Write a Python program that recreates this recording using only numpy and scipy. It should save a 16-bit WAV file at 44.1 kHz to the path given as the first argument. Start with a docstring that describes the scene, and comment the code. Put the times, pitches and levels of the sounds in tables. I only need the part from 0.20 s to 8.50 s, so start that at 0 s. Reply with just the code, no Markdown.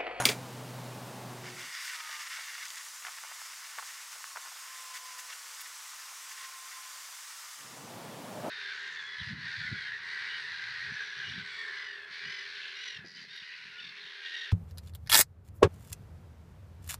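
"""A workshop bench: a steel tool slides and is set down with a clack, then a lit gas torch is brought
onto a small metal joint. The nozzle gives a smooth hiss; the burning gas rasps and surges, settles on
the metal, and whistles faintly on its edges while pockets of gas pop and spit. Lifted off, the flame
breaks into a short low roar. The shop's drone and motor hum fade as the torch comes close, and the
drone returns as it leaves."""
import sys
import numpy as np
from scipy import signal
from scipy.fft import rfft, irfft
from scipy.io import wavfile

SR = 44100
rng = np.random.default_rng(int(sys.argv[2]) if len(sys.argv) > 2 else 0)


def store_wav(level_fs):
    """Save 16-bit WAV to argv[1]."""
    pcm = np.round(np.clip(np.atleast_2d(level_fs), -1, 1) * 32767)
    wavfile.write(sys.argv[1], SR, pcm.T.astype(np.int16))


N = 365941
T = np.arange(N) / SR

# Table levels are relative: each layer has its own fader. 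Colours are spectra, in level per hertz.
# machine drone of the shop: frequency_hz, level_db
DRONE_COLOUR = [(40, -36), (80, -29.5), (110, -9), (150, -7), (240, -8.5), (340, -13.5), (600, -11.5),
                (890, -12), (1300, -18), (1900, -21.5), (2750, -24), (4450, -26), (9000, -30),
                (15000, -35.5)]
# motor hum, wavering and fading out: time_s, level_db
HUM_ENVELOPE = [(0, -41.5), (.3, -47), (.7, -44), (.86, -51.5), (1.1, -44.5), (1.35, -56.5), (1.48, -70),
                (1.56, -100)]
# harmonics of the hum: harmonic_number, level_db
HUM_HARMONICS = [(1, 0.5), (2, -9.5), (3, -23), (4, -18)]

# the steel tool slides on the bench: time_s, level_db
SLIDE_ENVELOPE = [(0, -30), (.015, -33.5), (.035, -38.5), (.053, -39), (.075, -73)]
# resonances of the slide: centre_hz, width_hz, level_db
SLIDE_RESONANCES = [(810, 320, -2.5), (1430, 250, -7), (2400, 830, -24), (5900, 200, -19),
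                    (6740, 150, -10.5), (8740, 350, -16), (10500, 400, -15)]
# the tool lands and bounces: start_s, level_db, brightness_hz
CLACKS = [(0.054, -6.5, 15000), (0.0885, -17, 7000), (0.0915, -19.5, 4000), (0.1185, -32, 4500)]
# bright crack of each contact: frequency_hz, level_db
CRACK_COLOUR = [(1500, -30), (2200, 8), (4800, 3.5), (6000, -0.5), (9500, -2.5), (12500, -8), (14000, -12),
                (14900, 7), (15500, -16)]
# ring of the steel: pitch_hz, level_db, t60_s
TOOL_MODES = [(2070, -1, .08), (2225, -2, .14), (2278, -2, .13), (2339, -2, .21), (2397, -1, .12),
              (2625, -3, .16), (3236, 0, .14), (3466, 2, .14), (3935, -6, .18), (4879, -2, .1),
              (4907, -1, .15), (5925, -5, .16), (6568, -7, .17), (7041, -8, .18), (7675, -7, .12),
              (8786, -7, .14), (9156, -6.5, .17), (10730, -12, .18), (13050, -9, .24), (14680, -3, .07),
              (14905, -3, .09), (15130, -4, .07)]
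# dead, hard knock of the bench top: pitch_hz, level_db, t60_s
BENCH_MODES = [(2300, -7.5, 0.049), (3540, -2.5, .012), (4830, 0, 0.012)]
# room tail behind the clack: frequency_hz, level_db
ROOM_TAIL_COLOUR = [(150, -4.5), (450, 4), (900, -5), (1550, -4.5), (2250, 0), (3000, -7), (4800, -6),
                    (7000, -8), (9500, -8.5), (12500, -18), (15000, -17)]

# the flame whistles on edges: start_s, length_s, first_hz, middle_hz, last_hz, level_db
EDGE_WHISTLES = [(1.7, .38, 1288, 1232, 1175, -49.5), (1.66, .36, 985, 925, 893, -57),
                 (4.35, 1.3, 525, 506, 498, -74), (4.45, .85, 728, 711, 698, -70),
                 (6.2, .55, 758, 762, 755, -71), (5.6, .4, 1245, 1250, 1255, -61),
                 (6.0, .45, 1460, 1482, 1470, -61), (5.8, .95, 419, 422, 425, -81),
                 (7.15, .55, 1215, 1198, 1178, -59.5)]
# the main whistle slides as the flame works along the joint: time_s, pitch_hz, level_db
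JOINT_WHISTLE = [(4.08, 1092, -57), (4.31, 1057, -58), (4.42, 1048, -63), (4.57, 1039, -54),
                 (4.66, 1033, -54), (4.72, 1029, -50.5), (4.79, 1025, -53), (4.89, 1019, -50),
                 (5.06, 1012, -58), (5.22, 1008, -74), (5.55, 1022, -61), (6.06, 1047, -62),
                 (6.27, 1058, -51), (6.31, 1058, -56), (6.35, 1056, -50), (6.40, 1054, -57),
                 (6.46, 1052, -52.5), (6.52, 1048, -58), (6.575, 1044, -48), (6.63, 1037, -55),
                 (6.7, 1028, -57)]
# the jet grazes edges and hollows: start_s, length_s, centre_hz, width_hz, level_db
GRAZES = [(1.5, 0.21, 4970, 450, -51), (2.4, 0.45, 7060, 350, -59), (2.45, 0.47, 10250, 500, -65),
          (3.19, 0.19, 5230, 400, -56)]
# pockets of gas go off, some dull, some sharp: start_s, level_db, pitch_hz
POPS = [(2.825, -35, 2320), (2.850, -27.5, 1520), (2.859, -45, 1210), (2.8679, -27, 2380),
        (2.8835, -38, 1330), (2.892, -33, 1350), (2.985, -33, 1530), (3.037, -34, 1240),
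        (3.048, -36.5, 1010), (3.115, -38, 900), (3.122, -37, 1160), (3.217, -34.5, 1110),
        (3.5862, -24.5, 1280), (3.596, -30, 1110), (3.626, -34, 1120), (3.63, -35, 1290),
        (3.962, -42, 1100), (4.042, -28, 1460), (4.160, -30.5, 1150), (4.171, -28, 1480),
        (4.180, -46.5, 1210), (4.260, -37, 1300)]
# bright ticks of spitting gas: start_s, level_db
SPITS = [(2.4544, -38), (2.483, -37), (2.5042, -34), (2.5574, -35), (2.5814, -37), (2.6854, -39)]
# the flame flutters raggedly: start_s, level_db, length_s
FLUTTERS = [(1.884, -45, 0.026), (2.184, -46, .037), (2.843, -41, 0.04), (2.864, -41, 0.04),
            (3.027, -45, 0.05), (3.255, -52, .02), (3.580, -38, 0.028), (3.616, -51, 0.024),
            (3.948, -43.5, 0.032), (4.005, -46, 0.018), (4.036, -46, .014), (4.153, -36, 0.037),
            (4.250, -42, 0.049), (4.315, -46, 0.024), (4.356, -46.5, .02), (5.912, -46, .03),
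            (6.752, -46, 0.035), (6.885, -48, .02), (6.92, -49, 0.034), (6.962, -51, .028)]
# midrange body of the flutter: frequency_hz, level_db
FLUTTER_COLOUR = [(100, -42), (330, -19), (550, -2), (850, 7.5), (1500, 7.5), (3000, -20), (6000, -29)]
# hot metal fizzes: start_s, level_db, length_s
FIZZES = [(5.4061, -38, 0.021)]
# the flame roars as it is drawn back: time_s, level_db
ROAR_ENVELOPE = [(8.12, -49), (8.196, -41.5), (8.202, -38), (8.212, -46), (8.23, -40), (8.245, -34),
                 (8.28, -31.5), (8.295, -36)]
# low body of the roar: frequency_hz, level_db
ROAR_COLOUR = [(59, -45), (100, -14), (245, 2), (490, -8.5), (609, 2.5), (1030, -10), (1360, -12),
               (2120, -24), (3380, -30), (4000, -41), (5200, -66), (8800, -120)]
# the flame surges, rasping and hissing harder: start_s, rasp_db, hiss_db, length_s
SURGES = [(1.229, -49.5, -66, 0.088), (1.355, -52, -70, 0.2), (1.383, -51.5, -64, 0.046),
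          (1.538, -44, -59, 0.059), (1.598, -47, -55, 0.048), (1.639, -43.5, -48, 0.064),
          (1.69, -44.5, -53, 0.076), (1.794, -40.5, -60, 0.022), (1.85, -51, -62, .05),
          (1.90, -47.5, -52, 0.08), (1.986, -45.5, -53, 0.057), (2.06, -48, -64, 0.031),
          (2.098, -44.5, -57, 0.084), (2.177, -44, -58, 0.043), (2.213, -51, -68, .045),
          (2.256, -47.5, -66, .068), (2.333, -43.5, -56, 0.03), (2.364, -49, -64, .03),
          (2.401, -43.5, -62, .045), (2.436, -48, -58, 0.037), (2.528, -49.5, -65, .1),
          (2.567, -54, -53, 0.02), (2.647, -51.5, -62, .03), (2.76, -56, -68, .035),
          (2.832, -49, -62, .055), (2.907, -55.5, -73, 0.94), (3.195, -62, -58, .08),
          (3.665, -58, -69, 0.05), (3.91, -66, -50, .043), (4.255, -56.5, -64, .045),
          (4.546, -55, -55, .075), (4.731, -46.5, -48, 0.056), (4.885, -51, -62, 0.05),
          (4.975, -50, -49, 0.039), (5.092, -45.5, -60, 0.051), (5.385, -51.5, -55, .045),
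          (5.443, -49, -61, .03), (6.103, -48, -53, 0.032), (6.164, -50.5, -61, 0.059),
          (6.218, -49.5, -60, .052), (6.505, -54, -69, .075)]
# rasp of the burning gas: frequency_hz, level_db
RASP_COLOUR = [(700, -38), (1100, -8.5), (1550, -1.5), (1700, -1.5), (1900, 4), (2250, 0.5), (2500, -10.5),
               (2800, -1), (3150, -11.5), (3550, -4.5), (4100, -16), (4900, -7), (6500, -15.5),
               (12000, -42)]
# soft wash of flame over the work: frequency_hz, level_db
WASH_COLOUR = [(40, -39), (200, -41.5), (340, -37), (500, -24), (680, -19.5), (850, -12), (1000, -6),
               (1230, -5), (1650, -6.5), (1900, -6.5), (2500, -9.5), (3400, -13)]
# hiss of the nozzle: frequency_hz, level_db
HISS_COLOUR = [(1760, -24.5), (3000, -7), (3080, -9), (3470, -5.5), (4050, -5.5), (4880, -1.5), (6310, -1),
               (7670, -2.5), (10100, -7.5), (15200, -14), (15800, -18.5)]

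ARRIVE_S, SWING_IN_S, AWAY_S, SWING_OUT_S = 1.07, 0.43, 7.906, 0.58   # the torch's move in and out
SETTLED_S, SETTLING_S = 2.56, 0.15   # the flame settles on the metal
DRONE_GONE_S, DRONE_FADE_S, DRONE_BACK_S, DRONE_RETURN_S = 1.527, 0.41, 7.357, 0.42
PEAK_LIMIT, CUTOFF_HZ = .85, 15800


def from_db(db):
    """Decibels to gain."""
    return 10 ** (np.asarray(db) / 20)


def rms_one(x):
    """Scales a signal to rms 1."""
    return x / np.sqrt(np.mean(x ** 2) + 1e-20)


def ramp(silent_s, length_s):
    """A fade from 0 at silent_s to 1 a length later (earlier, if the length is negative)."""
    return np.clip((T - silent_s) / length_s, 0, 1)


def arch(start_s, length_s):
    """A rounded swell and fade."""
    progress = ramp(start_s, length_s)
    return 2 * np.sqrt(progress * (1 - progress))


def swells(events):
    """Each event flares up quickly and sinks back over its length."""
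    return sum(from_db(db) * np.sin(np.pi * np.sqrt(ramp(s, length))) for s, db, length in events)


def surge(start_s, length_s, edge_s=0.011):
    """Quick attack, hold, quick release."""
    return ramp(start_s, edge_s) * ramp(start_s + length_s, -edge_s)


def gain_curve(rows, fade_s=0.094):
    """Levels in dB joined by straight lines, dying away outside their span."""
    s, db = np.transpose(rows)
    outside_s = np.maximum(s[0] - T, 0) + np.maximum(T - s[-1], 0)
    return from_db(np.interp(T, s, db)) * np.exp(-(outside_s / fade_s) ** 2)


def drift(rate_hz):
    """A smooth random wander, mostly slower than rate_hz; rms 1."""
    hz = np.arange(N // 2 + 1) * SR / N
    return rms_one(irfft(rfft(rng.standard_normal(N)) / (1 + (hz / rate_hz) ** 2), N))


def flicker(depth_db, rate_hz):
    """An unsteady gain with mean power 1."""
    return rms_one(from_db(depth_db * drift(rate_hz)))


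def noise(colour, skirt_db_per_octave=26):
    """Noise of the given colour, falling steeply past its ends; rms 1."""
    hz, db = np.transpose(colour)
    octave = np.log2(np.maximum(np.arange(N // 2 + 1) * SR / N, 1))
    points = np.log2(hz)
    beyond = np.abs(octave - np.clip(octave, points[0], points[-1]))
    spectrum = from_db(np.interp(octave, points, db) - skirt_db_per_octave * beyond)
    return rms_one(irfft(rfft(rng.standard_normal(N)) * spectrum, N))


def resonant_noise(peaks):
    """Broad resonances, each rung by its own noise; rms 1."""
    out = 0
    for hz, width_hz, db in peaks:
        r = np.exp(-np.pi * width_hz / SR)
        poles = [1, -2 * r * np.cos(2 * np.pi * hz / SR), r * r]
        out = out + from_db(db) * (1 - r * r) * signal.lfilter([1, 0, -1], poles, rng.standard_normal(N))
    return rms_one(out)


def band(x, low_hz, high_hz):
    """Keeps what lies between two frequencies."""
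    return signal.sosfilt(signal.butter(2, [low_hz, high_hz], "band", fs=SR, output="sos"), x + 1e-18)


def band_noise(low_hz, high_hz):
    """A band of white noise; rms 1."""
    return rms_one(band(rng.standard_normal(N), low_hz, high_hz))


def low_pass(x, top_hz):
    """Dulls everything above top_hz."""
    return signal.sosfilt(signal.butter(2, top_hz, fs=SR, output="sos"), x)


def clicks(events):
    """One click for each row of start_s, level_db."""
    out = np.zeros(N)
    for s, db in events:
        out[round(s * SR)] += from_db(db)
    return out


def decay(hits, t60_s):
    """An envelope that jumps at each hit and dies away."""
    return signal.lfilter([1], [1, -from_db(-60 / (t60_s * SR))], hits + 1e-18)


def struck(hits, modes):
    """Each hit rings a body's modes as dying sines, neighbours in opposite polarity."""
    out = 0
    for k, (hz, db, t60_s) in enumerate(modes):
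        r, w = from_db(-60 / (t60_s * SR)), 2 * np.pi * hz / SR
        ring = signal.lfilter([0, np.sin(w)], [1, -2 * r * np.cos(w), r * r], hits + 1e-18)
        out = out + (-1) ** k * from_db(db) * ring
    return out


def shop_drone(level_db):
    """A broad bed of machine noise, faded out while the torch is close."""
    fader = ramp(DRONE_GONE_S, -DRONE_FADE_S) + ramp(DRONE_BACK_S, DRONE_RETURN_S)
    return from_db(level_db) * fader * noise(DRONE_COLOUR)


def motor_hum(level_db, start_hz, sag_hz_per_s, waver_hz):
    """A motor's harmonics waver and sink slightly in pitch."""
    hz = start_hz - sag_hz_per_s * T + waver_hz * drift(rate_hz=4.4)
    phase = 2 * np.pi * np.cumsum(hz) / SR
    hum = rms_one(sum(from_db(db) * np.sin(k * phase) for k, db in HUM_HARMONICS))
    return from_db(level_db) * gain_curve(HUM_ENVELOPE) * hum


def faint_tone(level_db, pitch_hz, start_s, end_s, fade_s):
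    """A low tone near the hum's third harmonic swells briefly, unsteady in level, while the hum fades."""
    envelope = ramp(start_s, fade_s) * ramp(end_s, -fade_s) * flicker(depth_db=4.0, rate_hz=11)
    return from_db(level_db) * envelope * np.sqrt(2) * np.sin(2 * np.pi * pitch_hz * T)


def tool_slide(level_db):
    """Steel scrapes grittily across the bench."""
    scrape = resonant_noise(SLIDE_RESONANCES) * flicker(depth_db=2.5, rate_hz=340)
    return from_db(level_db) * gain_curve(SLIDE_ENVELOPE) * scrape


def tool_clack(crack_db, knock_db, ring_db, tail_db, predelay_s):
    """A hard landing and duller bounces: contact crack, bench knock, ringing steel and room tail."""
    hits = clicks((s, db) for s, db, _ in CLACKS)
    grit = noise(CRACK_COLOUR)
    crack = sum(low_pass(decay(clicks([(s, db)]), t60_s=0.02) * grit, top_hz) for s, db, top_hz in CLACKS)
    knock = struck(hits, BENCH_MODES)
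    contact = band(from_db(crack_db) * crack + from_db(knock_db) * knock, low_hz=1900, high_hz=19000)
    reflections = clicks((s + predelay_s, db) for s, db, _ in CLACKS)
    tail = decay(reflections, t60_s=0.13) * noise(ROOM_TAIL_COLOUR)
    return contact + from_db(ring_db) * struck(hits, TOOL_MODES) + from_db(tail_db) * tail


def bench_echoes(x, echo_db):
    """The bench, turntable and bricks add a few early echoes."""
    out = x.copy()
    delays_s = rng.uniform(.002, .02, size=8)
    for k, lag in enumerate((delays_s * SR).astype(int)):
        out[lag:] += (-1) ** k * from_db(echo_db) * x[:-lag]
    return out


def edge_tone(hz, pitch_spread):
    """Gas over an edge sings a thin tone that trembles in pitch and level."""
    phase = 2 * np.pi * np.cumsum(hz * (1 + pitch_spread * drift(rate_hz=61))) / SR
    return flicker(depth_db=1.3, rate_hz=20) * np.sqrt(2) * np.sin(phase)


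def edge_whistles(level_db, pitch_spread):
    """Brief whistles swell, fade and glide with the flame's distance."""
    out = 0
    for s, length, *pitches, db in EDGE_WHISTLES:
        hz = np.interp(ramp(s, length), [0, .5, 1], pitches)
        out = out + from_db(level_db + db) * arch(s, length) * edge_tone(hz, pitch_spread)
    return out


def joint_whistle(level_db, pitch_spread):
    """The flame draws one long, sliding whistle from the joint."""
    s, hz, db = np.transpose(JOINT_WHISTLE)
    envelope = gain_curve(np.transpose([s, db]))
    return from_db(level_db) * envelope * edge_tone(np.interp(T, s, hz), pitch_spread)


def grazes(level_db):
    """Edges and hollows resonate briefly in the jet and colour the hiss."""
    return sum(from_db(level_db + db) * arch(s, length) * resonant_noise([(hz, width_hz, 0)])
               for s, length, hz, width_hz, db in GRAZES)


def pop(start_s, level_db, pitch_hz, band_ratio=1.41):
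    """One dry pressure pulse, a cycle or two long."""
    pulse = band(clicks([(start_s, 0)]), pitch_hz / band_ratio, pitch_hz * band_ratio)
    return from_db(level_db) * pulse / np.abs(pulse).max()


def sputter(pop_db, spit_db, flutter_db):
    """Pockets of gas go off as dry pops in a ragged flutter, or as short bright spits."""
    pops = band(sum(pop(*row) for row in POPS), low_hz=530, high_hz=9200)
    spits = decay(clicks(SPITS), t60_s=.006) * band_noise(low_hz=3200, high_hz=7000)
    spits = band(spits, low_hz=2000, high_hz=14000)
    flutter = swells(FLUTTERS) * noise(FLUTTER_COLOUR) * flicker(depth_db=3.5, rate_hz=170)
    flutter = band(flutter, low_hz=452, high_hz=7000)
    return from_db(pop_db) * pops + from_db(spit_db) * spits + from_db(flutter_db) * flutter


def metal_fizz(level_db):
    """The hot metal gives a tiny, airy fizz."""
    return from_db(level_db) * swells(FIZZES) * band_noise(low_hz=9500, high_hz=16000)


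def lift_off_roar(level_db):
    """The lifted flame breaks up into low, lumpy turbulence."""
    turbulence = noise(ROAR_COLOUR) * flicker(depth_db=1.5, rate_hz=67)
    return from_db(level_db) * gain_curve(ROAR_ENVELOPE) * turbulence


def crackle(per_s, spread_db):
    """Tiny pockets of gas snap at random, in all sizes; rms 1."""
    sizes = from_db(spread_db * np.minimum(rng.exponential(1, N), 4)) * rng.choice([-1, 1], N)
    snaps = sizes * (rng.random(N) < per_s / SR)
    return rms_one(band(snaps, low_hz=1500, high_hz=5530))


def flame(near, free_rasp_db, settled_rasp_db, crackle_db, wash_db):
    """Burning gas rasps, crackles and washes over the work in gusts, calmer once it is on the metal."""
    gusts = flicker(depth_db=1.2, rate_hz=95)
    steady = near * (from_db(free_rasp_db) * ramp(SETTLED_S, -SETTLING_S) + from_db(settled_rasp_db))
    surges = sum(from_db(db) * surge(s, length) for s, db, _, length in SURGES)
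    burning = noise(RASP_COLOUR) + from_db(crackle_db) * crackle(per_s=380, spread_db=3.0)
    rasp = np.hypot(steady, surges) * burning * flicker(depth_db=1.0, rate_hz=130)
    wash = near * noise(WASH_COLOUR) * flicker(depth_db=0.33, rate_hz=11)
    return gusts * (rasp + from_db(wash_db) * wash)


def hand_sway(x, delay_s, swing_s, echo_db):
    """An echo off the work, its delay moving with the hand, gently flanges the sound."""
    moving_delay_s = delay_s + swing_s * drift(rate_hz=0.93)
    return x + from_db(echo_db) * np.interp(T - moving_delay_s, T, x)


def nozzle_hiss(near, level_db, rise_db_per_s):
    """The gas jet hisses smoothly, creeping up in level and pushing harder in each surge."""
    steady = near * from_db(level_db + rise_db_per_s * (T - ARRIVE_S))
    surges = sum(from_db(db) * surge(s, length) for s, _, db, length in SURGES)
    jet = hand_sway(noise(HISS_COLOUR), delay_s=0.000706, swing_s=0.00013, echo_db=-17)
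    return np.hypot(steady, surges) * jet * flicker(depth_db=.5, rate_hz=16)


def scene():
    """The mono mix: shop bed, steel tool, whistles, and the torch up front."""
    bed = shop_drone(level_db=-45)
    bed += motor_hum(level_db=-0.5, start_hz=126.3, sag_hz_per_s=3.07, waver_hz=0.43)
    bed += faint_tone(level_db=-58, pitch_hz=363, start_s=1, end_s=1.507, fade_s=0.15)
    tool = tool_slide(level_db=3)
    tool += tool_clack(crack_db=-4, knock_db=-2, ring_db=-25.5, tail_db=-16.5, predelay_s=.003)
    whistles = edge_whistles(level_db=-4, pitch_spread=0.00867)
    whistles += joint_whistle(level_db=-2.5, pitch_spread=0.00492)
    near = ramp(ARRIVE_S, SWING_IN_S) * ramp(AWAY_S, -SWING_OUT_S)   # 1 while the torch is on the work
    torch = grazes(level_db=1.5) + metal_fizz(level_db=-7.5) + lift_off_roar(level_db=-2)
    torch += sputter(pop_db=0.5, spit_db=2, flutter_db=-7.5)
    torch += flame(near, free_rasp_db=-51, settled_rasp_db=-59.5, crackle_db=-8, wash_db=-52.5)
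    torch += nozzle_hiss(near, level_db=-48.5, rise_db_per_s=0.0353)
    mono = bed + tool + whistles + bench_echoes(torch, echo_db=-24.5)
    return np.array([mono, mono])


def record(dry):
    """Soft clipping rounds the loudest peak, and a steep filter cuts the very top."""
    rounded = PEAK_LIMIT * np.tanh(dry / PEAK_LIMIT)
    return signal.sosfilt(signal.ellip(10, .1, 90, CUTOFF_HZ, fs=SR, output="sos"), rounded)


dry = scene()
out = record(dry)
store_wav(out)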